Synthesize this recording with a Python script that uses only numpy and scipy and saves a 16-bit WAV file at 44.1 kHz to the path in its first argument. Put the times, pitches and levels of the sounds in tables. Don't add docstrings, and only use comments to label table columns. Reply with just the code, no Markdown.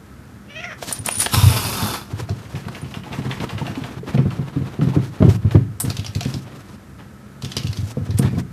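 import sys
import numpy as np
from scipy import signal
from scipy.fft import rfft, irfft, next_fast_len
from scipy.io import wavfile
from scipy.ndimage import uniform_filter1d

SR = 44100
rng = np.random.default_rng(int(sys.argv[2]) if len(sys.argv) > 2 else 0)


def generate_wav(sig):
    pcm = np.round(np.clip(np.atleast_2d(sig).T, -1, 1) * 32767).astype(np.int16)
    wavfile.write(sys.argv[1], SR, pcm)


N = 375732
TIME = np.arange(N) / SR
BLOW = TIME[:SR // 2]


def amp(db):
    return 10 ** (np.asarray(db) / 20)


def unit(x):
    return x / np.sqrt(np.mean(x ** 2) + 1e-20)


def read(points, hz):
    f, value = np.transpose(points)
    return np.interp(np.log(hz + 1), np.log(f), value)


def add(mix, s, sound):
    part = mix[max(round(s * SR), 0):][:len(sound)]
    part += sound[:len(part)]


def wander(size, hz):
    draws = rng.standard_normal(next_fast_len(size))
    f = np.fft.rfftfreq(len(draws), 1 / SR)
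    smooth = irfft(rfft(draws) * np.exp(-(f / hz) ** 2), len(draws))
    return unit(smooth[:size])


def noise(spectrum, size, grain_db=0, ripple_db=0):
    padded = next_fast_len(size)
    hz = np.fft.rfftfreq(padded, 1 / SR)
    grains = rng.standard_normal(padded) * amp(grain_db * wander(padded, 940))
    knots = np.arange(0, SR, 330)
    ripple = ripple_db * np.interp(hz, knots, rng.standard_normal(len(knots)))
    shaped = irfft(rfft(grains) * amp(read(spectrum, hz) + ripple), padded)
    return unit(shaped[:size])


def resonate(x, hz, width):
    turn = np.exp(2j * np.pi * np.cumsum(hz * np.ones(len(x))) / SR)
    r = np.exp(-np.pi * width / SR)
    slow = signal.lfilter([(1 - r) ** 2], [1, -2 * r, r * r], x / turn + 1e-18)
    return 2 * (turn * slow).real


def burst(rise, t60):
    shape = (1 - np.exp(-BLOW / rise)) * np.exp(-np.log(1000) * BLOW / t60)
    return shape / shape.max()


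def uneven(start, gap, count, scatter):
    return start + gap * (np.arange(count) + scatter * rng.standard_normal(count))


# (time [s], pitch [Hz], level [dB], roughness [ratio, held to 0.25-1])
MEW = [(.475, 540, -61, .55), (0.504, 578, -41.5, 0.3), (.548, 587, -42.5, 0.4), (.563, 634.5, -32, 0.23),
       (.585, 626.6, -32, 0.35), (.605, 682, -33, 0.54), (.625, 713.5, -40, 0.94), (.643, 692, -26.5, 0.71),
       (.665, 719, -33, 0.32), (0.693, 640, -34, 0.5), (.731, 600, -32, 1.04), (.76, 520, -60, 0.8)]
# (frequency [Hz], width [Hz], relative level [dB])
THROAT = [(680, 190, -3), (1430, 47, 2.5), (2010, 210, -3), (3040, 360, -13), (5570, 960, -16)]
MOUTH_OPEN_HZ, MOUTH_SHUT_HZ, MOUTH_CLOSES_S = 2590, 1370, 0.6


def mew(jitter=0.0474, mouth_width_hz=900, shimmer_db=3):
    s, *columns = np.transpose(MEW)
    t = np.arange(s[0], s[-1], 1 / SR)
    hz, db, rough = (np.interp(t, s, c) for c in columns)
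    mouth_hz = np.interp(t, [MOUTH_CLOSES_S, s[-1]], [MOUTH_OPEN_HZ, MOUTH_SHUT_HZ])
    rough = np.clip(rough, .25, 1)
    turns = np.cumsum(hz * (1 + jitter * rough * wander(len(t), 210))) / SR
    harmonics = sum(np.cos(2 * np.pi * k * turns) for k in range(1, 11))
    folds = unit(harmonics) * amp(shimmer_db * rough * wander(len(t), 210))
    breath_puffs = (1 + np.cos(2 * np.pi * turns)) * rng.standard_normal(len(t))
    drive = (1 - rough / 2) * folds + rough * breath_puffs
    drive *= 1 + rough * np.cos(np.pi * turns) / 2
    voice = resonate(drive, mouth_hz, mouth_width_hz)
    voice += sum(amp(g) * resonate(drive, f, w) for f, w, g in THROAT)
    loudness = np.sqrt(uniform_filter1d(voice ** 2, size=900) + 1e-12)
    out = np.zeros(N)
    add(out, s[0], amp(db) * voice / loudness)
    return out


# (frequency [Hz], width [Hz], relative level [dB])
HISS_MOUTH = [(890, 780, 2), (1240, 720, 2), (2620, 1060, -3), (3530, 240, -0.5), (4230, 510, -3),
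              (5000, 1030, -3.5)]
# (frequency [Hz], width [Hz], relative level [dB])
SPIT_MOUTH = [(940, 180, -3), (2910, 450, -8.5), (3680, 550, -4), (5230, 890, -8)]
# (frequency [Hz], relative density [dB per Hz])
HISS_AIR = [(150, 2.5), (300, 3.5), (600, -6.5), (1900, -32), (4000, -17), (6500, -11), (9000, -28)]
# (frequency [Hz], relative density [dB per Hz])
HISS_TEETH = [(4000, -39), (6500, -5), (8500, -1.5), (10500, 1.5), (12000, 1.5), (14000, -5)]
HISS_START_S, HISS_ATTACK_S, HISS_END_S, HISS_RELEASE_DB_PER_S = 1.295, 0.05, 1.94, 173
HISS_BURST_DB, HISS_BURST_S = 5.5, 0.019
HISS_ECHO_MS, HISS_ECHO_DRIFT_MS_PER_S, HISS_ECHO_DB = 3.6, 3.8, -9


def hiss(air_db=-4, flutter_db=0.8):
    spit = breath_through(SPIT_MOUTH) * breath(-26, sag_db_per_s=35)
    air = breath_through(HISS_MOUTH) + amp(air_db) * noise(HISS_AIR, N)
    body = unit(air) * breath(-26, sag_db_per_s=-0.5)
    teeth = noise(HISS_TEETH, N, grain_db=2.5) * breath(-26, sag_db_per_s=12.5)
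    return drifting_echo(spit + body + teeth) * amp(flutter_db * wander(N, 38))


def breath_through(resonances, tremble=.022, flicker_db=1.5, rasp_db=2.8):
    rasp = amp(rasp_db * wander(N, 330))
    out = np.zeros(N)
    for hz, width, db in resonances:
        level = amp(db + flicker_db * wander(N, 3.3))
        moving_hz = hz * (1 + tremble * wander(N, 10))
        out += level * resonate(rasp * rng.standard_normal(N), moving_hz, width)
    return unit(out)


def breath(level_db, sag_db_per_s):
    age = TIME - HISS_START_S
    held = np.maximum(age - HISS_ATTACK_S, 0)
    released = np.maximum(TIME - HISS_END_S, 0)
    db = level_db + HISS_BURST_DB * np.exp(-held / HISS_BURST_S) - sag_db_per_s * held
    return np.clip(age / HISS_ATTACK_S, 0, 1) ** 2 * amp(db - HISS_RELEASE_DB_PER_S * released)


def drifting_echo(x):
    delay_s = (HISS_ECHO_MS + HISS_ECHO_DRIFT_MS_PER_S * (TIME - HISS_START_S)) / 1000
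    echo = amp(HISS_ECHO_DB) * np.interp(TIME - delay_s, TIME, x)
    return (x + echo) / np.hypot(1, amp(HISS_ECHO_DB))


# (time [s], smack level [dB], bright snap level [dB], t60 [s])
SWATS = [(.826, -21, -40.5, 0.029), (.911, -26, -31, 0.058), (.926, -44, -16, 0.033),
         (1.061, -35, -15, 0.021), (1.072, -31, -40, 0.029), (1.085, -23.5, -20, 0.032),
         (1.088, -11, -29, 0.0098), (1.184, -44, -20, 0.027), (1.201, -51, -19, 0.062),
         (1.217, -32, -18, 0.1), (1.261, -12, -23, 0.019), (1.268, -15, -32, 0.0087),
         (2.288, -36, -61, .06), (2.683, -27, -43, 0.039), (5.224, -24, -55, 0.033),
         (5.555, -25, -54, 0.023), (5.8, -32.5, -16.5, 0.12), (8.186, -54, -21.5, 0.06)]
# (frequency [Hz], relative density [dB per Hz])
SMACK = [(200, -5), (800, 7.5), (1400, 3), (2700, -4.5), (5000, -10.5), (9000, -51)]
# (frequency [Hz], relative density [dB per Hz])
SNAP = [(2500, -21.5), (5500, -6.5), (7000, -6), (8900, 7), (10500, -1), (14000, -5)]


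def swats():
    out = np.zeros(N)
    for s, smack, snap, t60 in SWATS:
        strike = burst(.0002, t60)
        dull = noise(SMACK, len(BLOW), grain_db=1.5, ripple_db=3) * strike
        crackle = noise(SNAP, len(BLOW), grain_db=2, ripple_db=2.5) * strike
        blow = amp(smack) * unit(dull) + amp(snap) * unit(crackle)
        add(out, s, blow * np.sqrt(np.mean(strike ** 2)))
    return out


# (time [s], relative level [dB])
JINGLES = [(.925, -16), (0.989, -24.5), (1.06, -18.5), (1.1233, -18), (1.1539, -19), (1.1837, -17),
           (1.2008, -9), (1.2156, -15), (1.5045, -25), (1.666, -24.5), (2.815, -36.5)]
# (frequency [Hz], relative level [dB], t60 [s])
BELL = [(8800, -25, 0.085), (9610, -8, 0.15), (9640, 1, 0.025), (10400, -19, 0.11), (12790, -36, .1)]
RATTLE_START_S, RATTLE_GAP_S, RATTLE_DB = 1.085, .027, -20.5


def bell(level_db=-3):
    out = np.zeros(N)
    rattle = [(s, RATTLE_DB) for s in uneven(RATTLE_START_S, RATTLE_GAP_S, count=7, scatter=.12)]
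    for s, db in JINGLES + rattle:
        ring = np.zeros(len(BLOW))
        for hz, mode_db, t60 in BELL:
            struck_hz = hz * (1 + 0.0017 * rng.standard_normal())
            ring += amp(mode_db) * burst(0.00076, t60) * np.sin(2 * np.pi * struck_hz * BLOW)
        add(out, s, amp(db + level_db) * ring)
    return out


# (time [s], relative boom level [dB], relative knock level [dB])
THUMPS = [(0.992, -21.5, -33), (1.173, -23.5, -35.5), (1.334, -12, -28), (1.368, -3.5, -25),
          (1.429, 2.5, -39), (1.461, 3, -33), (1.495, -8, -33), (1.645, -15, -31.5), (1.822, -13.5, -26),
          (2.13, -15.5, -32), (2.22, -17.5, -37), (2.3, -11, -23.5), (3.183, -28, -24.5), (3.253, -26, -26),
          (3.543, -18, -40), (3.611, -33, -24), (4.142, -38, -16), (4.181, -25, -13), (4.254, -13, -17),
          (4.386, -26, -19.5), (4.558, -25, -20), (4.61, -19, -22), (4.789, -40, -20.5), (4.816, -42, -14),
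          (4.869, -19, -18.5), (4.964, -12.5, -13), (5.001, -24, -37), (5.203, -28, -12), (5.221, -4.5, -7),
          (5.249, -23, -12), (5.28, 0.5, -19), (5.447, -3, -19), (5.549, 0, -8.5), (5.837, -26, -22),
          (5.876, -13.5, -25.5), (5.987, -15, -29), (6.085, -19, -43), (6.156, -12, -24.5),
          (6.255, -23, -20), (6.343, -22, -21.5), (7.434, -23.5, -25), (7.569, -23.5, -26),
          (7.643, -15, -26.5), (7.687, -11, -51), (7.784, -13, -33), (7.827, -11, -37), (7.97, -38, -21.5),
          (8.011, -13.5, -28), (8.091, -10, -26), (8.143, -6, -38), (8.192, -32, -14), (8.244, -8.5, -19),
          (8.33, -28, -22.5), (8.371, -15.5, -18.5)]
# (frequency [Hz], relative level [dB], t60 [s])
FLOOR = [(106, -0.5, 0.21), (134.3, 4.5, 0.16), (164.1, -5, 0.25), (189.5, -10.5, 0.45),
         (217.4, -1.5, 0.065), (258.5, -6.5, 0.17), (317.6, -16, 0.43), (370.5, -12, 0.39), (452, -3, 0.09),
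         (541, -11.5, 0.12), (702, -11.5, 0.13)]
# (frequency [Hz], relative density [dB per Hz])
PAD = [(100, -15), (250, 10), (400, 7.5), (700, -15.5), (1100, -11), (2000, -23), (5000, -54)]
SLAP_OF_KNOCK_DB = -11.5
SHUFFLE_START_S, SHUFFLE_GAP_S, SHUFFLE_BOOM_DB, SHUFFLE_KNOCK_DB = 2.535, .143, -26, -28.5


def thumps(slap_db=1, pat_db=1, pat_t60=0.12, spot_db=2, shift=0.0373):
    out = np.zeros(N)
    hz, mode_db, t60 = np.transpose(FLOOR)
    for s, boom, knock in THUMPS + shuffle():
        slap = knock + SLAP_OF_KNOCK_DB
        force_db = read([(105, boom), (135, knock), (260, knock), (370, slap + slap_db)], hz)
        weight = rng.choice([-1, 1], len(hz)) * amp(spot_db * rng.standard_normal(len(hz)))
        spot = np.where(hz > 150, weight, 1)
        detune = np.where(hz > 150, 1 + shift * rng.standard_normal(len(hz)), 1)
        rings = np.array([burst(0.6 / f, d) * np.sin(2 * np.pi * f * BLOW)
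                          for f, d in zip(hz * detune, t60)])
        pat = amp(slap + pat_db) * noise(PAD, len(BLOW)) * burst(0.003, pat_t60)
        add(out, s, (amp(force_db + mode_db) * spot) @ rings + pat)
    return out


def shuffle(count=11, spread_db=2):
    force_db = spread_db * rng.standard_normal(count)
    s = uneven(SHUFFLE_START_S, SHUFFLE_GAP_S, count, scatter=0.0771)
    return list(zip(s, SHUFFLE_BOOM_DB + force_db, SHUFFLE_KNOCK_DB + force_db))


# (time [s], relative level [dB], pitch [Hz])
KNOCKS = [(2.290, -23, 683), (3.065, -25.5, 844), (3.438, -21.5, 970), (3.615, -19, 903), (3.774, -13, 267),
          (4.031, -21.5, 427), (4.179, -14, 527), (4.569, -7.5, 272), (4.814, -21.5, 1310),
          (4.826, -9, 264), (4.935, -23, 904), (4.963, -3, 307), (5.224, -7, 632), (5.25, -5.5, 325),
          (5.28, -7, 370), (5.547, -5, 336), (5.556, -17, 612), (6.212, -22.5, 703), (7.970, -17, 494)]


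def knocks(level_db=-4, t60_at_330_hz=0.078):
    out = np.zeros(N)
    for s, db, hz in KNOCKS:
        rough = unit(resonate(rng.standard_normal(len(BLOW)), hz, hz))
        ring = np.sin(2 * np.pi * hz * BLOW) + 0.09 * rough
        add(out, s, amp(db + level_db) * ring * burst(0.3 / hz, t60_at_330_hz * np.sqrt(330 / hz)))
    return out


# (time [s], relative level [dB], relative treble level [dB])
SCRAPES = [(4.1756, -31, -60), (4.3041, -33, -47), (4.8118, -34.5, -46), (5.2913, -32.5, -39.5),
           (5.5086, -29, -42)]
# (frequency [Hz], relative density [dB per Hz])
PILE = [(400, 1), (900, 6), (1600, 2), (2400, -5.5), (3600, -13.5), (5500, -18), (9000, -51)]
# (frequency [Hz], relative density [dB per Hz])
FIBRES = [(2500, -2.5), (5500, 0), (8000, -4.5), (14000, -10.5)]
DIG_START_S, DIG_GAP_S, DIG_QUICKEN_S = 2.453, .1, .00051
DIG_DB, DIG_PEAK_S, DIG_BUILD_DB_PER_S, DIG_EASE_DB_PER_S = -26, 3.31, 8, 7
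OFF_PAW_EARLY_DB, OFF_PAW_LATE_DB = -9, -1.5
DIG_TREBLE_DB = -15
SNAG_DB = 1


def scrapes(pile_db=-6, fibre_db=-2, snag_hz=2450, t60=0.12):
    out = np.zeros(N)
    pluck = burst(.0002, .04)
    for s, db, treble in digging() + SCRAPES:
        catch = unit(resonate(rng.standard_normal(len(BLOW)), snag_hz, 2060))
        snag = amp(SNAG_DB + db + .2 * (db - DIG_DB)) * catch * pluck
        tufts = noise(PILE, len(BLOW), grain_db=3.5, ripple_db=2.8)
        pile = amp(db + pile_db) * tufts * burst(0.012, t60)
        fibres = noise(FIBRES, len(BLOW), grain_db=3, ripple_db=2)
        drag = amp(treble + fibre_db) * fibres * burst(0.021, 0.18)
        add(out, s, snag + pile + drag)
    return out


def digging(count=16):
    k = np.arange(count)
    s = DIG_START_S + k * (DIG_GAP_S - DIG_QUICKEN_S * k)
    early = s < DIG_PEAK_S
    off_paw_db = np.where(early, OFF_PAW_EARLY_DB, OFF_PAW_LATE_DB) * (k % 2 == 0)
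    slope = np.where(early, DIG_BUILD_DB_PER_S, DIG_EASE_DB_PER_S)
    db = DIG_DB - slope * abs(s - DIG_PEAK_S) + off_paw_db
    return list(zip(s, db, db + DIG_TREBLE_DB))


# (time [s], relative level [dB], pitch [Hz])
CLAWS = [(2.2942, -25, 4020), (5.9015, -14.5, 4260), (5.9679, -17, 4350), (5.9948, -20.5, 3400),
         (6.046, -21, 3700), (6.0634, -16.5, 4540), (6.1502, -18, 4600), (6.208, -14.5, 5000),
         (6.2303, -21, 5600), (6.25, -20.5, 3600), (6.34, -18.5, 4770), (7.422, -22, 3400),
         (7.447, -18, 3710), (7.518, -18, 3430), (7.553, -31, 3470), (7.5668, -8, 3040),
         (7.5733, -18, 4740), (7.634, -23.5, 3320), (7.67, -19.5, 3020), (7.7293, -20.5, 3930),
         (7.7719, -22, 3940), (8.107, -26.5, 4600)]
# (frequency [Hz], relative density [dB per Hz])
CLAW = [(500, -9.5), (1500, -11), (2000, -9), (2600, -4.5), (3300, -7), (4800, -3), (6300, -10),
        (7500, -14.5), (14000, -24.5)]


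def claws(level_db=-7, ring_db=-5, ring_width_hz=1400, slide_db=-17, slide_t60=0.22):
    out = np.zeros(N)
    strike = burst(.0002, .024)
    for s, db, hz in CLAWS:
        ring = unit(resonate(rng.standard_normal(len(BLOW)), hz, ring_width_hz))
        crack = noise(CLAW, len(BLOW), ripple_db=4)
        tick = (crack + amp(ring_db) * ring) * strike
        tick *= np.linalg.norm(strike) / np.linalg.norm(tick)
        scratch = noise(CLAW, len(BLOW), grain_db=7)
        slide = amp(slide_db) * scratch * burst(0.00078, slide_t60)
        add(out, s, amp(db + level_db) * (tick + slide))
    return out


# (time [s], length [s], pitch [Hz], level [dB])
SKIDS = [(8.108, 0.026, 1920, -49), (8.221, 0.07, 1780, -41.5), (8.245, 0.079, 2380, -51),
         (8.346, 0.016, 2320, -47)]


def skids(width_hz=320, octave_db=-8):
    out = np.zeros(N)
    for s, length, hz, db in SKIDS:
        slips = rng.standard_normal(round(length * SR))
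        squeak = resonate(slips, hz, width_hz) + amp(octave_db) * resonate(slips, 2 * hz, 2 * width_hz)
        add(out, s, amp(db) * unit(squeak) * signal.windows.tukey(len(slips), .5))
    return out


# (start time [s], length [s], relative rub level [dB], relative swish level [dB])
RUSTLE = [(0.763, 0.34, -43, -47.5), (0.807, 0.19, -59, -38.5), (1.038, 0.06, -37, -33),
          (1.081, 0.255, -41, -33.5), (1.183, 0.087, -38, -24.5), (2.062, 0.21, -39.5, -51.5),
          (2.172, 0.067, -34.5, -44), (2.261, .76, -40.5, -52), (3.037, 0.97, -34, -51.5),
          (3.4, 0.093, -36, -55), (4.026, .15, -33, -51.5), (4.084, 1, -37.5, -56.5),
          (4.863, 0.12, -38, -55), (5.011, .11, -38, -48), (5.104, 0.24, -34, -50), (5.279, 0.1, -35, -43),
          (5.404, 0.26, -39.5, -61), (5.83, .11, -30, -38.5), (5.896, 0.558, -46.5, -49),
          (6.19, 0.18, -46, -60), (6.435, 0.13, -39, -56.5), (6.534, 0.25, -43.5, -54),
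          (6.97, 0.1, -41.5, -68), (7.405, 0.54, -43.5, -46), (7.927, 0.52, -43, -55),
          (8.167, 0.045, -53, -31.5), (8.194, 0.11, -32, -49), (8.373, 0.046, -34, -41.5)]
# (frequency [Hz], relative density [dB per Hz])
RUB = [(150, 8), (300, 8), (600, -1), (1000, -1.5), (1700, -7), (2500, -10), (4000, -14.5), (8000, -36.5)]
GRIT_PER_S, GRIT_DB = 220, -11.5
SWEEP_EDGE_S = 0.033


def rustle(rub_db=-2, swish_db=-1, clump_db=3):
    low, high = np.zeros((2, N))
    for s, length, rub, swish in RUSTLE:
        edges = np.clip(2 * SWEEP_EDGE_S / length, 0, 1)
        speed = signal.windows.tukey(round(length * SR), edges)
        add(low, s, amp(rub + rub_db) * speed)
        add(high, s, amp(swish + swish_db) * speed)
    fibres = unit(noise(FIBRES, N, grain_db=2) + amp(GRIT_DB) * grit())
    friction = low * noise(RUB, N, grain_db=2.5) + high * fibres
    return friction * amp(clump_db * wander(N, 28.4))


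def grit():
    ticks = (rng.random(N) < GRIT_PER_S / SR) * rng.standard_normal(N)
    decay = np.exp(-BLOW / .0007)
    return unit(signal.fftconvolve(abs(ticks), decay)[:N] * noise(FIBRES, N))


# (frequency [Hz], relative density [dB per Hz])
HUM = [(15, -65), (25, -30), (54, -7), (140, -1.5), (151, -13), (202, -2), (250, -10), (666, -22.5),
       (1130, -29.5), (1330, -41), (2080, -34), (14000, -42.5)]
# (frequency [Hz], width [Hz], level [dB])
FAN = [(66.8, 7.7, -52), (1295, 54, -60), (1430, 1050, -54)]


def hum(level_db=-41):
    drone = sum(amp(db) * unit(resonate(rng.standard_normal(N), hz, width)) for hz, width, db in FAN)
    return amp(level_db) * noise(HUM, N, grain_db=1) + drone


# (frequency [Hz], t60 [s])
ROOM = [(100, 0.68), (500, 0.21), (3000, 0.28), (8000, 0.062), (14000, 0.23)]


def room(x):
    taps = rng.standard_normal(len(BLOW)) * (BLOW > .004)
    hz, t, z = signal.stft(taps, SR, nperseg=256)
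    decay = np.exp(-np.log(1000) * t / read(ROOM, hz)[:, None])
    tail = signal.istft(z * decay, SR, nperseg=256)[1]
    return signal.fftconvolve(x, tail / np.linalg.norm(tail))[:N]


def scene(near_wet_db=-11, far_wet_db=-6, floor_wet_db=-15):
    near = mew() + hiss() + swats() + bell()
    far = claws() + scrapes() + skids()
    floor = thumps() + knocks()
    echo = room(amp(near_wet_db) * near + amp(far_wet_db) * far + amp(floor_wet_db) * floor)
    return (near + far + floor + echo + rustle() + hum())[None]


def record(dry, low_cut_hz=60, edge_hz=14000):
    x = signal.sosfilt(signal.butter(3, low_cut_hz, "highpass", fs=SR, output="sos"), dry)
    x = x / (1 + x ** 8) ** (1 / 8)
    low_pass = signal.firwin(511, edge_hz, window=("kaiser", 9), fs=SR)
    return signal.oaconvolve(x, low_pass[None], "same")


dry = scene()
out = record(dry)
generate_wav(out)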